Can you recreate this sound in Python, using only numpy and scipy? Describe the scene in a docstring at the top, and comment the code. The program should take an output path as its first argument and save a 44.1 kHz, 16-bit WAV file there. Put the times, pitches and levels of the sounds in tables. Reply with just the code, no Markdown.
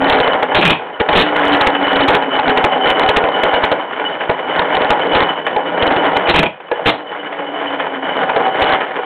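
"""On a hard floor, beside the flywheel of a hit-and-miss stationary engine.
Open timing gears clatter, hum and chirp as it coasts down, their wheels singing at critical speeds.
The governor latch, push rod and loose linkage knock on every cam turn and ring the castings.
Twice the engine snorts in a charge, hushes under compression, trips its igniter, fires and speeds up.
It all comes through a small narrow-band recorder that overloads on the peaks."""
import sys
import numpy as np
from scipy import signal
from scipy.fft import rfft, irfft
from scipy.io import wavfile
from scipy.ndimage import uniform_filter1d

SR = 44100
rng = np.random.default_rng(int(sys.argv[2]) if len(sys.argv) > 2 else 0)


def transcribe(u):
    """Save the signal u as a 16-bit wav file named by the first command-line argument.

    u: samples, shape (n,) or (channels, n), limited to [-1, 1]; the rate is SR.
    q: integer samples, one column per channel.
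    """
    v = np.clip(np.atleast_2d(u).T, -1, 1)
    q = np.round(v * 32767).astype(np.int16)
    wavfile.write(sys.argv[1], SR, q)


N = 399105
T = np.arange(N) / SR

# The gears leap in speed at each firing, then coast. Each row: time in seconds, tooth rate in Hz.
TOOTH_RATE = [(0, 277.3), (.4, 263.2), (1.08, 231.2), (1.26, 300.6), (1.55, 286.3), (2, 279), (2.5, 263.8),
              (3.3, 239.7), (4.5, 217), (5.5, 190), (6.8, 161), (7, 299.7), (7.6, 284), (8.25, 261.3),
              (9.05, 234)]
# Gear fader, ahead of cam load and compression. Each row: time in seconds, level in dB.
GEAR_LEVEL = [(0, -9.5), (.25, -12), (.45, -15.5), (1.2, -12.5), (1.65, -13), (2.1, -9.5), (2.25, -15),
              (2.6, -13), (3.05, -10.5), (3.55, -14.5), (3.85, -19.5), (4.6, -15.5), (5.17, -10),
              (5.45, -20), (5.85, -11), (6.35, -15), (7.05, -24.5), (7.6, -20), (8.2, -18), (8.68, -12.5),
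              (8.92, -21)]
# Hardness of the tooth contact. Each row: time in seconds, treble lift in dB.
TOOTH_HARDNESS = [(0, -3.5), (.95, -4), (1.3, 0.5), (2.2, -2), (3.1, -3), (4, -1), (5.2, -2), (6.2, -4),
                  (6.7, -1.5), (7, -2), (7.8, -1), (8.4, -2.5), (9.05, 3)]
# Load on the teeth around the cam. Each row: share of the turn, level in dB, treble lift in dB.
CAM_LOAD = [(0, -1, 3), (.1, -0.5, 0), (.17, 0.5, -0.5), (.25, -1.5, -3), (.31, 0, 1.5), (0.409, -2, -6),
            (.5, -0.5, 0.5), (.6, 1.5, 2), (0.699, .5, -0.5), (.88, 1, 2.5), (.96, -1, -4)]
# Compression presses the teeth together. Each row: start in seconds, length in seconds, duck in dB.
COMPRESSIONS = [(0.702, 0.296, -13), (6.412, 0.28, -15)]
# Tone of the frame under the teeth. Each row: frequency in Hz, relative level in dB.
FRAME_EQ = [(40, -35), (100, -21.5), (170, -10), (235, -14), (360, -5), (550, 1), (860, -1.5), (1040, 0),
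            (1180, -5.5), (1400, -3), (2200, -7), (2600, -16), (3300, -15.5), (4000, -29)]
# Wheel resonances, each singing out near its critical speed. Each row: pitch in Hz, width in Hz,
# level in dB, critical tooth rate in Hz, spread around that rate in Hz, lift there in dB.
WHEEL_MODES = [(282.7, 19.6, -18, 185, 13, 4.5), (763.6, 10, -19, 254, 8, 11), (845, 110, -24, 160, 11, 9),
               (1440, 7.9, -25.5, 236, 8.3, 7.5)]
# How the wheels carry to a listener moving along the engine. Each row: time in seconds, gain in dB.
WHEEL_CARRY = [(0, 1), (1.3, 1.5), (1.9, 3.5), (2.6, 0.5), (3.4, 2), (6, 1), (6.95, -2), (7.9, -0.5),
               (9.05, 2.5)]
# Dry spots that chirp. Each row: share of the cam turn, level in dB against the gear fader.
DRY_SPOTS = [(.012, -8.5), (0.141, -15.5), (.312, -10.5), (.48, -13.5), (0.526, -12), (.59, -13),
             (.65, -15), (.745, -9.5), (.855, -9.5), (0.901, -15.5)]
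# Hollow ring of the castings. Each row: pitch in Hz, 60 dB decay in seconds, relative level in dB.
CASTING_MODES = [(388, .11, -5), (432, .09, -4), (500, .11, -1), (535, .09, -2), (635, .07, -2),
                 (765, .12, -4), (838, .1, 0), (1017, .07, -8), (1448, .12, -10), (1700, .07, -12),
                 (1865, .06, -13), (2320, .06, -15)]
# Crack of steel on steel. Each row: frequency in Hz, relative level in dB.
CRACK_EQ = [(50, -54), (200, -19.5), (450, 8.5), (850, 10.5), (1200, 0.5), (2000, -3), (3300, -10.5),
            (4200, -31)]
# Cam turns of two revolutions, each opened by the governor latch. Each row: start in seconds,
# latch level in dB, latch brightness, level of this turn's slack knocks in dB.
CAM_TURNS = [(.424, 1, -9.5, -20), (1.127, 1, -9, -9), (1.609, 4, 3, -13), (2.079, 5.5, -12.5, -1),
             (2.573, 2, -5, -4), (3.088, 3.5, -5, 1), (3.635, 2, 0, -9), (4.207, -9, -4, -2),
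             (4.816, -3, -7, -3), (5.465, -3, 4.5, -8.5), (6.164, 0.5, -4, -20.5), (6.857, 2, -24, -22.5),
             (7.325, -14, 1.5, -14.5), (7.797, -8.5, 3, -16), (8.293, -3.5, -8.5, -.5),
             (8.809, -6.5, -5.5, 2.5)]
# The push rod drops back after the latch. Each row: start in seconds, level in dB, brightness.
ROD_DROPS = [(.516, -4, -5), (1.667, 2, -15), (2.143, 4, -13), (2.64, 4, -12.5), (3.162, 4.5, -10.5),
             (3.715, 3, -14.5), (4.292, 1.5, -25), (4.902, 4.5, -17), (5.56, 0, -34), (6.269, -4, 1),
             (6.921, -14, 4), (7.387, -12.5, -7), (7.865, -8, -14.5), (8.361, 1.5, -17.5)]
# Slack in the linkage. Each row: share of the turn, level in dB against the turn's slack level,
# brightness, chatter decay in seconds.
SLACK_KNOCKS = [(.36, -11, -17, .008), (.631, 0, -6.5, .0055), (.86, -7, -11, 0.0099)]
# Igniter and valve knocks around the firings, and stray clanks. 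Each row: start in seconds,
# level in dB, brightness, chatter decay in seconds.
SINGLE_KNOCKS = [(.097, 0.5, -2.5, 0.007), (.123, 2, -5.5, 0.0077), (.275, 0, -14, 0.0055),
                 (.546, 3, -3, .008), (.792, -16, -19, .008), (.999, 3, -13, .0092),
                 (1.087, 0, -10, 0.0053), (1.749, -6.5, -1, 0.011), (5.149, 0, -7, 0.007),
                 (5.823, 1.5, -10, 0.0056), (5.963, -3, -22, 0.0085), (6.339, 0, 2, 0.0044),
                 (6.428, 3.5, -7, 0.0067), (6.563, -32, -16, 0.0077), (6.683, -24, -1, 0.0068),
                 (6.714, -1, -18.5, 0.0054), (6.792, -8.5, -20, 0.0078)]
# Intake snorts. Each row: start in seconds, length in seconds, level in dB.
INTAKE_SNORTS = [(.607, 0.11, -7.5), (.72, 0.041, -57), (6.34, 0.051, -6), (6.398, 0.07, -20.5)]
# Tone of the intake valve. Each row: frequency in Hz, relative level in dB.
INTAKE_EQ = [(60, -42), (160, 10), (400, 3.5), (900, 4.5), (1300, -2), (2100, -5.5), (2480, 8),
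             (2750, -2.5), (3200, 2.5), (4200, -18.5)]
# Combustion thuds and exhaust blasts. Each row: start in seconds, length in seconds, level in dB.
EXHAUST_BLASTS = [(.548, 0.051, -9.5), (1.087, 0.0027, 1), (1.15, 0.077, -5), (6.285, 0.027, -5.5),
                  (6.857, 0.045, -5.5)]
# Tone of the exhaust. Each row: frequency in Hz, relative level in dB.
EXHAUST_EQ = [(40, -31.5), (130, -5.5), (300, 3), (800, 1), (1500, -7.5), (3000, -7.5), (4200, -3)]


def undb(db):
    """Decibels to gain."""
    return 10 ** (np.asarray(db) / 20)


def unit(x):
    """Scale to rms 1."""
    return x / np.sqrt(np.mean(x ** 2))


def curve(table):
    """Straight-line automation through (seconds, value) points."""
    return np.interp(T, *np.transpose(table))


def wander(rate_hz):
    """A smooth random drift, rms 1."""
    size = int(SR / rate_hz)
    return unit(uniform_filter1d(uniform_filter1d(rng.standard_normal(N), size), size))


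def convolve(x, response):
    """Play a signal through an impulse response scaled to unit energy."""
    return signal.fftconvolve(x, response / np.linalg.norm(response))[:N]


def colour(x, points, size=2048):
    """Minimum-phase EQ through (Hz, dB) points, rolled off above 5 kHz."""
    hz, db = np.transpose(points)
    bins_hz = np.maximum(np.fft.rfftfreq(size, 1 / SR), 1)
    gain = undb(np.interp(np.log(bins_hz), np.log(hz), db)) / (1 + (bins_hz / 5000) ** 8)
    cepstrum = irfft(np.log(gain))
    cepstrum[1:size // 2] *= 2
    cepstrum[size // 2 + 1:] = 0
    return convolve(x, irfft(np.exp(rfft(cepstrum))))


def treble_shelf(x, corner_hz, lift_db):
    """Lift or dull the top and keep the body."""
    body = signal.sosfiltfilt(signal.butter(2, corner_hz, fs=SR, output="sos"), x)
    return body + undb(lift_db) * (x - body)


def ring(x, modes):
    """Excite decaying (Hz, t60 seconds, dB) modes of alternating polarity."""
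    t = T[:SR // 2]
    response = sum((-1) ** k * undb(db - 60 * t / t60) * np.cos(2 * np.pi * hz * t)
                   for k, (hz, t60, db) in enumerate(modes))
    return convolve(x, response)


def pulses(rate_hz, jitter, scatter_db, decay_s, count=9000):
    """Envelope of uneven contacts, each dying away quickly; rms 1."""
    timing, strength = rng.standard_normal((count, 2)).T
    at = (np.cumsum(np.exp(jitter * timing)) / rate_hz * SR).astype(int)
    energy = np.bincount(at[at < N], undb(scatter_db * strength[at < N]) ** 2, N)
    power = signal.lfilter([1], [1, -np.exp(-2 / (decay_s * SR))], energy)
    return unit(np.sqrt(power))


def turn_edges(first_turn_s=0.71, last_turn_s=0.49):
    """Times at which the cam passes its latch, with one more added at each end."""
    latches = [turn[0] for turn in CAM_TURNS]
    return np.array([latches[0] - first_turn_s, *latches, latches[-1] + last_turn_s])


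def every_turn(share):
    """Times at which the cam reaches a share of its turn."""
    edges = turn_edges()
    return edges[:-1] + share * np.diff(edges)


def cam_load():
    """Level and treble lift in dB that go round with the cam."""
    edges = turn_edges()
    turns = np.interp(T, edges, np.arange(len(edges)))
    share, *columns = np.transpose(CAM_LOAD)
    return [np.interp(turns, share, column, period=1) for column in columns]


def rattle_db(close_s=.04, release_s=0.11):
    """The gear fader: rattling freely while coasting, ducked under compression."""
    level_db = curve(GEAR_LEVEL)
    for start_s, length_s, duck_db in COMPRESSIONS:
        corners_s = np.cumsum([start_s, close_s, length_s - close_s, release_s])
        level_db += duck_db * np.interp(T, corners_s, [0, 1, 1, 0])
    return level_db


def room(x, t60_s=0.23, tail_db=-9, predelay_s=.006):
    """The hard floor and walls add a short tail."""
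    t = T[:SR // 2]
    tail = rng.standard_normal(len(t)) * undb(-60 * t / t60_s) * (t > predelay_s)
    return x + undb(tail_db) * convolve(x, tail)


def chirps(rub_db=-21, scatter_db=3.5, swell_sigma_s=0.0098, band_hz=(2930, 3050)):
    """Dry steel rubs in one high resonance and swells into a chirp at each dry spot."""
    peaks = np.zeros(N)
    for share, db in DRY_SPOTS:
        at = (every_turn(share) * SR).astype(int)
        strength = undb(db + scatter_db * rng.standard_normal(len(at)))
        heard = (at >= 0) & (at < N)
        peaks[at[heard]] += strength[heard]
    swells = signal.fftconvolve(peaks, signal.windows.gaussian(SR // 5, swell_sigma_s * SR), "same")
    resonance = signal.butter(2, band_hz, "band", fs=SR, output="sos")
    squeak = unit(signal.sosfilt(resonance, rng.standard_normal(N)))
    return np.hypot(swells, undb(rub_db)) * undb(rattle_db()) * squeak


def gear_hum(db=-10.5, width_hz=36, throb_depth=0.41, throb_rad=0.29, roughness=0.36, teeth=68):
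    """The tooth tone swells near the lowest wheel resonance and throbs once a revolution."""
    tooth_hz = curve(TOOTH_RATE)
    phase = 2 * np.pi * np.cumsum(tooth_hz) / SR
    resonance = 1 / (1 + ((tooth_hz - WHEEL_MODES[0][0]) / (width_hz / 2)) ** 4)
    tone = (1 + roughness * wander(35)) * np.sin(phase) + roughness * wander(42) * np.cos(phase)
    throb = 1 + throb_depth * np.cos(phase / teeth + throb_rad)
    return undb(db) * resonance * throb * np.sqrt(2) * tone


def gears(clatter_db=-3.5, castings_db=-8, unsteady_db=1.54):
    """Teeth strike with loose backlash, shake the frame and keep castings and wheels ringing."""
    load_db, bite_db = cam_load()
    tooth_hz, carry_db = curve(TOOTH_RATE), curve(WHEEL_CARRY)
    contact = pulses(rate_hz=210, jitter=.3, scatter_db=2.0, decay_s=.004)
    on_frame, on_castings, on_wheels = contact * rng.standard_normal((3, N))
    clatter = treble_shelf(colour(on_frame, FRAME_EQ), 1150, curve(TOOTH_HARDNESS) + bite_db)
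    sound = undb(clatter_db) * unit(clatter)
    sound += undb(castings_db) * unit(ring(on_castings, CASTING_MODES))
    for hz, width_hz, db, critical_hz, spread_hz, lift_db in WHEEL_MODES:
        nearness = np.exp(-((tooth_hz - critical_hz) / spread_hz) ** 2 / 2)
        t60_s = np.log(1000) / (np.pi * width_hz)
        sound += undb(carry_db + db + lift_db * nearness) * unit(ring(on_wheels, [(hz, t60_s, 0)]))
    sound += undb(carry_db) * gear_hum()
    return sound * undb(rattle_db() + load_db + unsteady_db * wander(33))


def knock_cues(latch_decay_s=0.0089, rod_decay_s=0.0088):
    """Cue list of single knocks, latch, push rod and slack, laid out like SINGLE_KNOCKS."""
    cues = list(SINGLE_KNOCKS)
    cues += [(start_s, db, brightness, latch_decay_s) for start_s, db, brightness, _ in CAM_TURNS]
    cues += [(start_s, db, brightness, rod_decay_s) for start_s, db, brightness in ROD_DROPS]
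    for share, db, brightness, decay_s in SLACK_KNOCKS:
        for start_s, (*_, slack_db) in zip(every_turn(share)[1:], CAM_TURNS):
            cues.append((start_s, slack_db + db, brightness, decay_s))
    return cues


def knocks(trim_db=-10.0, ring_db=-1, rise_s=0.0012, neutral_brightness=-12, db_per_step=0.91):
    """Each blow chatters for a moment: a steel crack, then the hollow ring of the castings."""
    out, t = np.zeros(2 * N), T[:SR // 10]
    for start_s, db, brightness, decay_s in knock_cues():
        chatter = (1 - np.exp(-t / rise_s)) * np.exp(-t / decay_s) * rng.standard_normal(len(t))
        lift_db = db_per_step * (brightness - neutral_brightness)
        crack = colour(treble_shelf(chatter, 1200, lift_db), CRACK_EQ)
        blow = undb(ring_db) * ring(chatter, CASTING_MODES)
        blow[:len(crack)] += crack
        attack_rms = np.std(blow[:SR // 60])
        start = int(start_s * SR)
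        out[start:start + len(blow)] += blow * undb(db + trim_db) / attack_rms
    return out[:N]


def gas(bursts, eq, rise_s, fall_s):
    """Turbulent gas rushes while a valve stands open."""
    flow = np.zeros(N)
    for start_s, length_s, db in bursts:
        opening = np.clip((T - start_s) / rise_s, 0, 1)
        closing = np.exp(-np.maximum(T - start_s - length_s, 0) / fall_s)
        flow += undb(db) * opening * closing
    return colour(flow * rng.standard_normal(N), eq)


def intake():
    """The charge snorts in through a fluttering valve."""
    flutter = pulses(rate_hz=150, jitter=0.11, scatter_db=6.0, decay_s=0.0077)
    return gas(INTAKE_SNORTS, INTAKE_EQ, rise_s=0.0031, fall_s=0.0087) * flutter


def exhaust():
    """Combustion thuds and spent gas leaves in short blasts."""
    return gas(EXHAUST_BLASTS, EXHAUST_EQ, rise_s=0.0049, fall_s=0.0033)


def scene():
    """Snorts, firings, gears, chirps and knocks in one room, in mono."""
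    return room(intake() + exhaust() + gears() + chirps() + knocks())[None]


def record(dry, low_cut_hz=90, knee=0.45, limit=0.64, flip=1.684, ceiling=0.68, recorder_sr=8000):
    """A speech-band recorder: gain control squeezes loud moments, and overloads flip back with a snap."""
    thin = signal.sosfilt(signal.butter(2, low_cut_hz, "high", fs=SR, output="sos"), dry)
    memory = np.exp(-1 / (0.064 * SR))  # 64 ms level detector
    power = signal.lfilter([1 - memory], [1, -memory], thin ** 2)
    squeezed = thin / (1 + (power / knee ** 2) ** 2) ** (1 / 8)
    narrow = signal.resample_poly(squeezed, recorder_sr, SR, axis=1)
    excess = np.maximum(np.abs(narrow) - limit, 0)
    folded = np.clip(narrow, -limit, limit) - np.sign(narrow) * np.minimum(flip * excess, 2 * limit)
    smooth = signal.resample_poly(folded, SR, recorder_sr, axis=1, window=("kaiser", 8))[:, :N]
    smooth = signal.sosfiltfilt(signal.butter(14, 4350, fs=SR, output="sos"), smooth)
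    ticking = np.clip(smooth, -ceiling, ceiling)  # overshoots clip into tiny ticks
    return signal.sosfilt(signal.ellip(8, .2, 70, 15800, fs=SR, output="sos"), ticking)


dry = scene()
out = record(dry)
transcribe(out)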